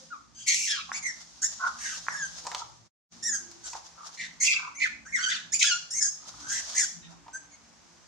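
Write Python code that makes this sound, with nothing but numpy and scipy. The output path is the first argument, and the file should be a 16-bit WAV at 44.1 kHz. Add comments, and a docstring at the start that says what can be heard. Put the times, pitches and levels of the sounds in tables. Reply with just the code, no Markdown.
"""A young macaque screams in short shrill cries and long shrieks during a scuffle on a forest floor.
Its voice flips between clear tones and torn noise bands; another monkey rasps hoarse grunts, with two soft coos.
Leaf litter crackles as random grains under footfalls, twigs tick and snap as filtered pulses and noise bursts,
trunks scatter the sound as random echoes, over faint air noise and a resonant far drone.
About 3 s in all sound drops out briefly, then returns louder than before."""
import sys
import numpy as np
from scipy import signal
from scipy.fft import rfft, irfft, next_fast_len
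from scipy.io import wavfile
from scipy.ndimage import uniform_filter1d, map_coordinates

SR = 44100
rng = np.random.default_rng(int(sys.argv[2]) if len(sys.argv) > 2 else 0)


def int16_out(signal):
    """Quantize to a 16-bit WAV file."""
    q = np.round(np.clip(np.atleast_2d(signal).T, -1, 1) * 32767)
    wavfile.write(sys.argv[1], SR, q.astype(np.int16))


N = 355887  # samples


def amp(db):
    """Decibels to gain."""
    return 10 ** (np.asarray(db) / 20)


def unit(x):
    """Scale to rms 1."""
    return x / np.sqrt(np.mean(x ** 2) + 1e-20)


def along(points, hz):
    """(Hz, value) points interpolated on a log-frequency axis."""
    point_hz, values = np.transpose(points)
    return np.interp(np.log(hz + 1), np.log(point_hz + 1), values)


def curves(rows, t):
    """Each column of a (s, values...) table interpolated at times t."""
    s, *columns = np.transpose(rows)
    return [np.interp(t, s, column) for column in columns]


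def wobble(knots_per_s, size):
    """Smooth random curve: a spline through Gaussian knots."""
    knots = rng.standard_normal(int(size * knots_per_s / SR) + 4)
    return map_coordinates(knots, [np.arange(size) * knots_per_s / SR])


def colour(x, points):
    """Filter by a (Hz, dB) spectrum."""
    size = x.shape[-1]
    m = next_fast_len(size + 4096)
    gain = amp(along(points, np.fft.rfftfreq(m, 1 / SR)))
    return irfft(rfft(x, m) * gain, m)[..., :size]


def steady(x):
    """Hold the short-term rms (1/60 s window) at 1."""
    power = np.abs(uniform_filter1d(x ** 2, SR // 60))
    return x / np.sqrt(power + 1e-12)


def span(start_s, end_s, edge_s=.003):
    """Sample times of a call, and a window with linear ramps at both ends."""
    t = np.arange(int((start_s - edge_s) * SR), int((end_s + edge_s) * SR)) / SR
    return t, np.clip(np.minimum(t - t[0], t[-1] - t) / (2 * edge_s), 0, 1)


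def add(track, start_s, x):
    """Mix x into the track in place, cut off at the track's end."""
    part = track[..., max(round(start_s * SR), 0):][..., :x.shape[-1]]
    part += x[..., :part.shape[-1]]


def phase_of(hz):
    """Phase in radians, integrated from a frequency curve."""
    return 2 * np.pi * np.cumsum(hz) / SR


def blend(tone, noise, share):
    """Power-preserving mix; share is the noise part of the power."""
    share = np.clip(share, 0, 1)
    return np.sqrt(1 - share) * tone + np.sqrt(share) * noise


def monkeys(lead_s=.003):
    """Screams, grunts and coos; the animals keep moving, so each call takes new paths through the trees."""
    # short cries: start_s, length_s, pitch_top_place (0-1), loudest_place (0-1), first_hz, top_hz, last_hz,
    # first_rough (0-1), last_rough (0-1), fundamental_db, mouth_db, shrill_db
    cries = [ (0.107, .06, .05, 0.44, 1460, 1456, 1125, 0.07, 0.18, -35, -55, -75.5),
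             (0.35, 0.14, 0.4, 0.35, 1540, 1587, 1615, .45, 0.5, -60, -43.5, -45),
             (.928, .07, .45, .35, 1810, 2334, 2204, .6, 0.4, -33, -39, -33),
             (1.027, .085, .35, .45, 2088, 2110, 1790, .3, 0.3, -26.5, -53, -33),
             (1.421, .054, .95, .42, 1558, 1846, 1900, .6, .55, -35, -46, -21.5),
             (1.789, .18, 0.2, 0.39, 1854, 1950, 1446, 0.88, .95, -34, -39, -34.5),
             (2.081, 0.085, .05, 0.9, 2067, 2050, 1638, .42, .42, -30, -65, -40.5),
             (2.161, .11, 0, 0.7, 1727, 1815, 1557, 0.3, 0.1, -31.5, -39, -35.5),
             (3.229, .08, .47, 0.87, 1784, 1910, 1728, 0.3, 0.11, -42.5, -50, -32.5),
             (3.303, .08, 0.08, 0.49, 1720, 1694, 1564, 0.25, 0.3, -38, -55, -34),
             (3.639, 0.096, .05, 0.1, 1525, 1510, 1397, .4, .8, -59, -61, -45),
             (4.175, .1, 0.2, 0.32, 2058, 2075, 1866, 0.67, .85, -39, -42.5, -51),
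             (4.75, .056, .9, 0.72, 2020, 2355, 2320, 0.2, 0.3, -46.5, -74.5, -45),
             (4.801, .075, .35, 0.32, 2260, 2256, 1630, 0.7, 0.94, -26, -37.5, -47),
             (5.054, 0.0907, 0.5, 0.15, 1506, 1850, 1800, 0.4, .6, -50, -78.5, -57),
             (5.524, .047, 0.5, .46, 1728, 2360, 2320, 0.08, .12, -36.5, -36, -27.5),
             (5.908, .1, .75, 0.87, 1744, 2199, 2146, 0.25, .5, -46.5, -74, -33),
             (6.007, 0.09, .05, 0.15, 1898, 1773, 1558, 0.5, 0.3, -43, -77, -28),
             (6.415, 0.078, 1, .8, 1480, 1572, 1520, 0, 0.2, -45.5, -69.5, -53.5),
             (6.487, .12, .95, .35, 1590, 1847, 1770, 0.65, .85, -37, -43, -34),
             (6.751, .105, .28, 0.38, 1840, 2091, 1562, 0.81, 0.4, -35, -40, -27.5),
             (7.018, 0.06, 0.06, 0.43, 1860, 1866, 1850, .4, 0.25, -58, -50, -79),
             (7.334, 0.047, .95, 0.46, 1513, 1612, 1620, 0, 0.3, -42.5, -82.5, -45.5),
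             (7.511, 0.048, 1, 0.8, 2270, 2143, 2122, .15, 0.13, -63, -64.5, -58.5)]
    # larynx in each long shriek: time_s, pitch_hz, roughness (0-1)
    larynxes = [
        [(.47, 2219, 0.64), (.545, 2131, .85), (.58, 2656, 1), (.65, 2539, .9), (.695, 1790, 0.63),
         (.72, 1720, 0.51), (.755, 1620, 0.51), (.785, 1324, 0.7), (.83, 1220, .45)],
        [(4.39, 2104, .4), (4.435, 2194, 0.5), (4.47, 2470, 1), (4.52, 2346, 0.7), (4.56, 2473, 0.9)],
        [(5.12, 2104, 0.7), (5.145, 2190, 0.2), (5.195, 1452, 0.4), (5.24, 1551, .33), (5.28, 1486, 0.1),
         (5.315, 1879, 0.8), (5.37, 1243, 0.4)],
        [(5.59, 2450, .8), (5.61, 2500, .9), (5.645, 1609, 0.8), (5.685, 1701, 0.2), (5.72, 1433, .12),
         (5.77, 1411, .1)],
    ]
    # level curves of each long shriek: time_s, fundamental_db, mouth_db, shrill_db
    shriek_levels = [
        [(0.466, -47.5, -46.5, -33.5), (0.484, -29, -25, -19), (0.532, -30.5, -25.5, -23),
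         (0.576, -37.5, -37.5, -27.5), (0.654, -34.5, -49, -26.5), (0.66, -45, -37, -27.5),
         (0.718, -36, -23, -29), (0.796, -37.5, -34, -56.5), (0.82, -48.5, -31, -71)],
        [(4.405, -42.5, -49.5, -35), (4.417, -31, -43, -27.5), (4.471, -31.5, -20, -27.5),
         (4.481, -22.5, -27, -40), (4.499, -28.5, -37, -36.5), (4.513, -20.5, -29.5, -38),
         (4.543, -33, -21.5, -47), (4.559, -31, -57, -47.5), (4.57, -23, -39.5, -45)],
        [(5.125, -43, -66, -55), (5.149, -23.5, -62, -40), (5.167, -27, -44, -37), (5.223, -35.5, -41, -40.5),
         (5.243, -29, -25.5, -34.5), (5.289, -26, -41, -36), (5.311, -39, -28, -38), (5.323, -26, -28, -42.5),
         (5.38, -54, -37, -48.5)],
        [(5.595, -68, -40, -26), (5.617, -25.5, -38.5, -36), (5.629, -40.5, -19, -24.5),
         (5.645, -32, -27, -28.5), (5.667, -40, -28, -31), (5.679, -31.5, -27, -31.5), (5.727, -33, -25.5, -34),
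         (5.763, -38, -46, -44), (5.775, -42, -50, -44)],
    ]
    # loudness of each long shriek's parts, added to its level curves: fundamental_db, mouth_db, shrill_db
    shriek_loudness = [(0.5, 2, -2.8), (-2.5, -7, -3.29), (-4.5, -0.5, -4.5), (-5, 1, -2)]
    # other monkey's grunts: start_s, length_s, loudest_place (0-1), first_throat_hz, last_throat_hz, level_db
    grunts = [ (0.882, 0.13, 0.1, 1000, 1005, -46), (1.598, 0.1, 0.72, 1292, 1297, -25.5),
              (2.448, .23, 0.75, 874, 1149, -42.5), (3.714, 0.083, 0.8, 939, 995, -54.5),
              (3.959, 0.168, 0.57, 1122, 1086, -53), (4.54, 0.19, 0.69, 1458, 1112, -46.5),
              (6.202, 0.33, 0.85, 1004, 1160, -60), (7.081, .08, 0.56, 939, 964, -58),
              (7.277, 0.028, 0.39, 930, 960, -62)]
    # coos: start_s, length_s, pitch_hz, level_db
    coos = [(0, 0.0387, 532, -54.5), (2.38, 0.082, 507.7, -56.5)]
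    calls = [short_cry(*row) for row in cries]
    calls += [shriek(*parts) for parts in zip(larynxes, shriek_levels, shriek_loudness)]
    calls += [grunt(*row) for row in grunts]
    calls += [coo(*row) for row in coos]
    track = np.zeros((2, N))
    for start_s, call in calls:
        padded = np.pad(call, (0, SR // 2))  # room for echoes
        add(track, start_s - lead_s, forest(padded, near_db=4.5, tail_db=-2.0))
    return track


def short_cry(start_s, length_s, top, crest, first_hz, top_hz, last_hz, first_rough, last_rough, *parts_db):
    """One arch of pitch and one push of air; fundamental, mouth and shrill parts crest at different lags."""
    # swell of fundamental, mouth ring, shrill overtones: crest_lag (share of cry), rise_db, fall_db
    part_swells = [(0, 15, 12.5), (0.099, 12.5, 4), (0.023, 7, 7)]
    push_db_per_db, soft_db = 0.18, -38  # extra swell for each dB above a soft part
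    t, window = span(start_s, start_s + length_s)
    u = np.clip((t - start_s) / length_s, 0, 1)
    top = np.clip(top, .02, .98)
    arch = np.sin(np.pi / 2 * np.interp(u, [0, top, 1], [0, 1, 0])) ** 2
    pitch_hz = arch * top_hz + (1 - arch) * np.where(u < top, first_hz, last_hz)
    levels_db = []
    for db, (lag, rise_db, fall_db) in zip(parts_db, part_swells):
        push_db = push_db_per_db * max(db - soft_db, 0)
        push = swell(t, start_s, length_s, crest + lag, rise_db + push_db, fall_db + push_db)
        levels_db.append(db + push)
    rough = first_rough + u * (last_rough - first_rough)
    return cry(t, window, pitch_hz, rough, *levels_db)


def shriek(larynx, levels, loudness_db):
    """A long torn scream whose pitch lurches up and down."""
    t, window = span(levels[0][0], levels[-1][0])
    pitch_hz, rough = curves(larynx, t)
    levels_db = [curve_db + part_db for curve_db, part_db in zip(curves(levels, t), loudness_db)]
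    return cry(t, window, pitch_hz, rough, *levels_db)


def cry(t, window, pitch_hz, rough, low_db, mouth_db, shrill_db, jitter=0.0605, tear=0.089, waver=0.0138,
        flutter_db=1.5, hiss=1.0, breathy=0.068, slope_db_per_octave=-2, folds_db=4, torn=1.11, spread_hz=620):
    """One scream: the harder the folds are strained, the more chaotic their pitch and strength."""
    # ring of the wide-open mouth: freq_hz, level_db
    mouth_ring = [(1200, -70), (1800, -16), (2400, 2), (2900, 1.5), (3400, 1), (4400, -4), (5200, -9),
                  (7000, -28.5), (9000, -78)]
    # strained throat of a torn shriek: freq_hz, level_db
    torn_throat = [(1800, -81), (3000, -32.5), (4200, -15), (5200, -6), (6000, 1.5), (6700, -3.5),
                   (7500, -4.5), (8500, -14), (10000, -23.5), (12000, -30), (15500, -48.5)]
    # tight throat of a clear squeal: freq_hz, level_db
    clear_throat = [(2000, -76.5), (3500, -48), (4500, -24.5), (5500, 3.5), (6200, 4.5), (6800, 7.5),
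                    (7400, -0.5), (8300, -10.5), (10000, -20), (12000, -35.5), (15500, -51)]
    size = len(t)
    rough = np.clip(rough, 0, 1)
    pitch_hz = pitch_hz * (1 + waver * wobble(258, size))
    chaos = rough * jitter * wobble(500, size) + rough ** 2 * tear * wobble(1800, size)
    phase = phase_of(pitch_hz * (1 + chaos))
    # the fundamental tears from a pure whistle into a band of noise
    whistle = np.sqrt(2) * np.sin(phase_of(pitch_hz))
    low = blend(whistle, rasp(phase_of(pitch_hz), spread_hz), torn * rough ** 2)
    # each overtone swells and fades on its own
    order = np.arange(2, 12)[:, None]
    drift = np.array([wobble(55.3, size) for _ in order])
    strength = amp(slope_db_per_octave * np.log2(order) + folds_db * drift)
    below_nyquist = order * pitch_hz < SR / 2
    overtones = unit(np.sum(strength * np.sin(order * phase) * below_nyquist, axis=0))
    # turbulent air escapes once in each cycle
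    air = unit(rng.standard_normal(size) * (1 + 1.1 * np.cos(phase)))
    buzz = blend(overtones, air, 0.045 + hiss * rough ** 2)
    breath = blend(overtones, air, breathy + hiss * rough ** 2)
    mouth = steady(colour(breath, mouth_ring))
    # a torn voice spreads over a wider band than a clear one
    shrill = steady(rough * colour(buzz, torn_throat) + (1 - rough) * colour(buzz, clear_throat))
    flutter = unit(amp(flutter_db * wobble(201.6, size)))
    upper = amp(mouth_db - 7.0) * mouth + amp(shrill_db) * shrill
    return t[0], window * (amp(low_db) * low + flutter * upper)


def rasp(phase, width_hz):
    """Chaotic vibration: a band of noise, rms 1, centred on a moving pitch."""
    in_phase = wobble(width_hz, len(phase)) * np.sin(phase)
    quadrature = wobble(width_hz, len(phase)) * np.cos(phase)
    return unit(in_phase + quadrature)


def swell(t, start_s, length_s, crest, rise_db, fall_db):
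    """One push of air in dB: it rises to 0 at its crest and falls away."""
    crest = np.clip(crest, .02, .98)
    return np.interp((t - start_s) / length_s, [0, crest, 1], [-rise_db, 0, -fall_db])


def grunt(start_s, length_s, crest, first_hz, last_hz, level_db,
          rattle_hz=85, rattle_db=5.0, width_hz=560, chest_db=-7, rise_db=8, fall_db=14.5):
    """A hoarse rasp in the throat, chopped by its slack, uneven flapping."""
    # chest noise: freq_hz, level_db
    chest_spectrum = [(150, -39), (300, -27.5), (600, -11.5), (900, 0), (1400, 10.5), (1700, -4),
                      (3000, -32), (6000, -39), (10000, -70.5)]
    t, window = span(start_s, start_s + length_s)
    throat = rasp(phase_of(np.linspace(first_hz, last_hz, len(t))), width_hz)
    chest = amp(chest_db) * unit(colour(rng.standard_normal(len(t)), chest_spectrum))
    rattle = amp(rattle_db * wobble(2 * rattle_hz, len(t)))
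    voice = unit((throat + chest) * rattle)
    push_db = swell(t, start_s, length_s, crest, rise_db, fall_db)
    return t[0], window * amp(level_db + push_db) * voice


def coo(start_s, length_s, pitch_hz, level_db):
    """A round, nearly pure note that sags 6 % in pitch."""
    u = np.linspace(0, 1, int(length_s * SR))
    phase = phase_of(pitch_hz * (1 + .06 * (.5 - u)))
    return start_s, amp(level_db + 5.0) * np.sin(np.pi * u) * np.sin(phase)


def forest(x, near_db, tail_db, near_t60_s=0.048, tail_onset_s=0.01):
    """Direct sound, a quick scatter off ground and foliage, then the tail from the trunks."""
    # tail decay: freq_hz, t60_s
    trunk_decay = [(300, 1), (1500, 0.35), (6000, 0.47), (9000, 0.33), (14000, 0.43)]
    hz, t, z = signal.stft(rng.standard_normal((2, SR * 3 // 4)), SR, nperseg=256)
    decay = amp(-60 * t / along(trunk_decay, hz)[:, None])
    tail = signal.istft(z * decay, SR, nperseg=256)[1]
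    t = np.arange(tail.shape[1]) / SR
    tail = tail * (1 - np.exp(-t / tail_onset_s))
    near = rng.standard_normal(tail.shape) ** 3 * amp(-60 * t / near_t60_s)  # cubed: sparse peaks
    scattered = 0
    for db, response in [(near_db, near), (tail_db, tail)]:
        echo = signal.fftconvolve(x[None], response, axes=1)[:, :len(x)]
        scattered = scattered + amp(db) * echo / np.linalg.norm(echo, axis=1, keepdims=True)
    # each returns a set share of the sound's energy
    return x + np.linalg.norm(x) * scattered


def snaps(crack_t60_s=0.025, knock_t60_s=0.0803, crack_gain_db=-3, knock_gain_db=1, dull_db=-24):
    """Leaves and sticks break underfoot: a splintering crack over a short woody knock, duller for thick sticks."""
    # breaks: start_s, crack_db, knock_db, brightness_hz
    breaks = [(2.4508, -36.5, -44, 4380), (2.4679, -21.5, -31.5, 7550), (2.5162, -25, -37.5, 1590),
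              (2.5475, -22.5, -32.5, 3070), (3.5144, -44.5, -69.5, 6760), (3.7321, -33.5, -47, 5340),
              (3.7494, -62, -43, 5400), (3.8643, -79, -86, 5810), (6.289, -63, -60.5, 5680),
              (7.2633, -61, -56, 3050), (7.2804, -50, -51, 3060)]
    # woody knock: freq_hz, level_db
    knock_spectrum = [(250, -35), (650, -2), (900, 9), (1300, -3), (2500, -18), (5000, -45)]
    # splintering: freq_hz, level_db
    crack_spectrum = [(500, -29), (1500, -9.5), (3300, -2.5), (7000, 7), (9500, -11), (15000, -42)]
    track = np.zeros(N)
    t = np.arange(SR // 8) / SR
    for start_s, crack_db, knock_db, bright_hz in breaks:
        splinters = colour(rng.standard_normal(len(t)) ** 3, crack_spectrum)
        splinters = colour(splinters, [(bright_hz, 0), (4 * bright_hz, dull_db)])
        crack = unit(splinters) * amp(crack_db + crack_gain_db - 60 * t / crack_t60_s)
        wood = unit(colour(rng.standard_normal(len(t)), knock_spectrum))
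        knock = wood * amp(knock_db + knock_gain_db - 60 * t / knock_t60_s)
        add(track, start_s, crack + knock)
    return track


def ticks(gain_db=4):
    """A twig close by gives way in one short dull push, without ringing."""
    # ticks: time_s, peak_db
    tick_rows = [(0.917, -22.5), (2.067, -33.5), (2.084, -16)]
    # push: freq_hz, level_db
    push_spectrum = [(200, -28), (600, -15.5), (1100, 3.5), (1700, 4), (2200, -6.5), (3200, -26.5),
                     (6000, -50.5)]
    track = np.zeros(N)
    push = colour(signal.unit_impulse(SR // 50, "mid"), push_spectrum)
    for time_s, peak_db in tick_rows:
        add(track, time_s - .009, amp(peak_db + gain_db) * push / push.max())  # pulse centre is 10 ms in
    return track


def litter(fractures_per_s=6000, spread_db=3, clump_db=0.63, level_db=-1):
    """Dry leaves crackle in clumps of tiny fractures under running feet."""
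    # rustle: freq_hz, level_db_per_hz
    leaf_spectrum = [(200, -39.5), (700, -8), (1500, -10), (2500, -16), (3400, -8), (4300, -5.5),
                     (5200, -1.5), (6500, -0.5), (8000, -14), (10400, -25), (15500, -47)]
    fractures = (rng.random((2, N)) < fractures_per_s / SR) * rng.standard_normal((2, N))
    sizes = amp(spread_db * np.minimum(rng.exponential(size=N), 4))
    grains = unit(fractures * sizes) + 1.2 * rng.standard_normal((2, N))
    rustle = unit(colour(grains + 0.045 * grains[::-1], leaf_spectrum))  # slight channel crossfeed
    return rustle * footwork() * amp(level_db + clump_db * wobble(60, N))


def footwork(rise_s=0.15, t60_s=0.13):
    """Stirring of the leaves: a low rustle, and a surge at every step as they give way, then settle."""
    # rustle between steps: time_s, level_db
    scuffle = [(0, -52.5), (.3, -65.5), (1.1, -51), (1.35, -54), (1.6, -48), (2.5, -46.5), (2.85, -63),
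               (3.15, -60.5), (4.3, -64.5), (5, -72), (6.2, -61.5), (6.75, -45), (7.05, -69.5),
               (8.07, -66.5)]
    # bounds and footfalls: time_s, level_db
    steps = [(0.01, -57), (1.219, -44.5), (1.529, -41.5), (1.68, -41.5), (1.98, -38.5), (2.386, -41.5),
             (2.596, -38), (3.52, -65), (3.679, -44.5), (3.768, -48), (3.867, -53), (4.072, -47),
             (4.149, -51.5), (6.289, -47.5), (6.41, -51.5), (6.7, -45), (7.12, -59)]
    t = np.arange(N) / SR
    power = amp(curves(scuffle, t)[0]) ** 2
    for step_s, level_db in steps:
        distance = np.maximum((step_s - t) / rise_s, (t - step_s) / t60_s)  # in units of 60 dB
        power += amp(level_db - 60 * np.minimum(distance, 2)) ** 2
    return np.sqrt(power)


def background(air_db=-69.0, drone_gain_db=0, sway_db=5.5):
    """Faint forest air, and a far drone whose resonances drift in strength."""
    # still air among the trees: freq_hz, level_db_per_hz
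    air_spectrum = [(20, -40), (35, -25.5), (60, -1), (130, -9), (300, -9.5), (450, -7.5), (700, -4.5),
                    (1000, -3.5), (1500, -6.5), (2400, -9), (3900, -17), (5900, -19), (7500, -14.5),
                    (10000, -34), (15500, -47)]
    # drone resonances: freq_hz, width_hz, level_db
    resonances = [(62, 24, -1), (118.2, 20, -0.5), (169.7, 14, 5.5), (228.05, 25.2, 2), (286.7, 13.8, -1.5),
                  (344, 33, -6)]
    # drone level: time_s, level_db
    drone_level = [(0, -63.5), (1.3, -64), (1.9, -59), (3.3, -66), (4.3, -70), (5.5, -67), (6.1, -71.5),
                   (6.4, -62.5), (7.1, -67.5), (8.07, -71)]
    air = rng.standard_normal((2, N))
    air = unit(colour(air + 0.15 * air[::-1], air_spectrum)) * amp(air_db + 0.49 * wobble(3, N))
    m = next_fast_len(N)
    hz = np.fft.rfftfreq(m, 1 / SR)
    far = rfft(rng.standard_normal((2, m)))
    far = far + 0.15 * far[::-1]
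    drone = np.zeros((2, N))
    for centre_hz, width_hz, db in resonances:
        band = irfft(far / (1 + (2 * (hz - centre_hz) / width_hz) ** 2), m)[:, :N]
        drone += band * amp(db + sway_db * wobble(3.7, N))
    drone = unit(colour(drone, [(22, -19.5), (50, -9.5)]))
    return air + drone * amp(curves(drone_level, np.arange(N) / SR)[0] + drone_gain_db)


def scene(right_db=0.1):
    """The fight very slightly to the right, breaking twigs, rustling litter, the forest all around."""
    fight = amp(-7.5) * amp([[-right_db], [right_db]]) * monkeys()
    sticks = amp(-3) * forest(snaps(), near_db=-7.0, tail_db=-4.5)
    twigs = forest(ticks(), near_db=-7.5, tail_db=-5.5)
    return fight + sticks + twigs + litter() + background()


def record(dry, top_hz=15700):
    """All sound drops out briefly and returns louder; nothing is kept above the band limit."""
    # overall gain through the dropout: time_s, gain_db
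    dropout = [(2.87, 1), (2.9, -30), (2.93, -74), (3.08, -55), (3.11, -13), (3.125, 7.5)]
    gated = dry * amp(curves(dropout, np.arange(N) / SR)[0])
    m = next_fast_len(N + SR // 4)
    in_band = np.fft.rfftfreq(m, 1 / SR) < top_hz
    return irfft(rfft(gated, m) * in_band, m)[:, :N]


dry = scene()
out = record(dry)
int16_out(out)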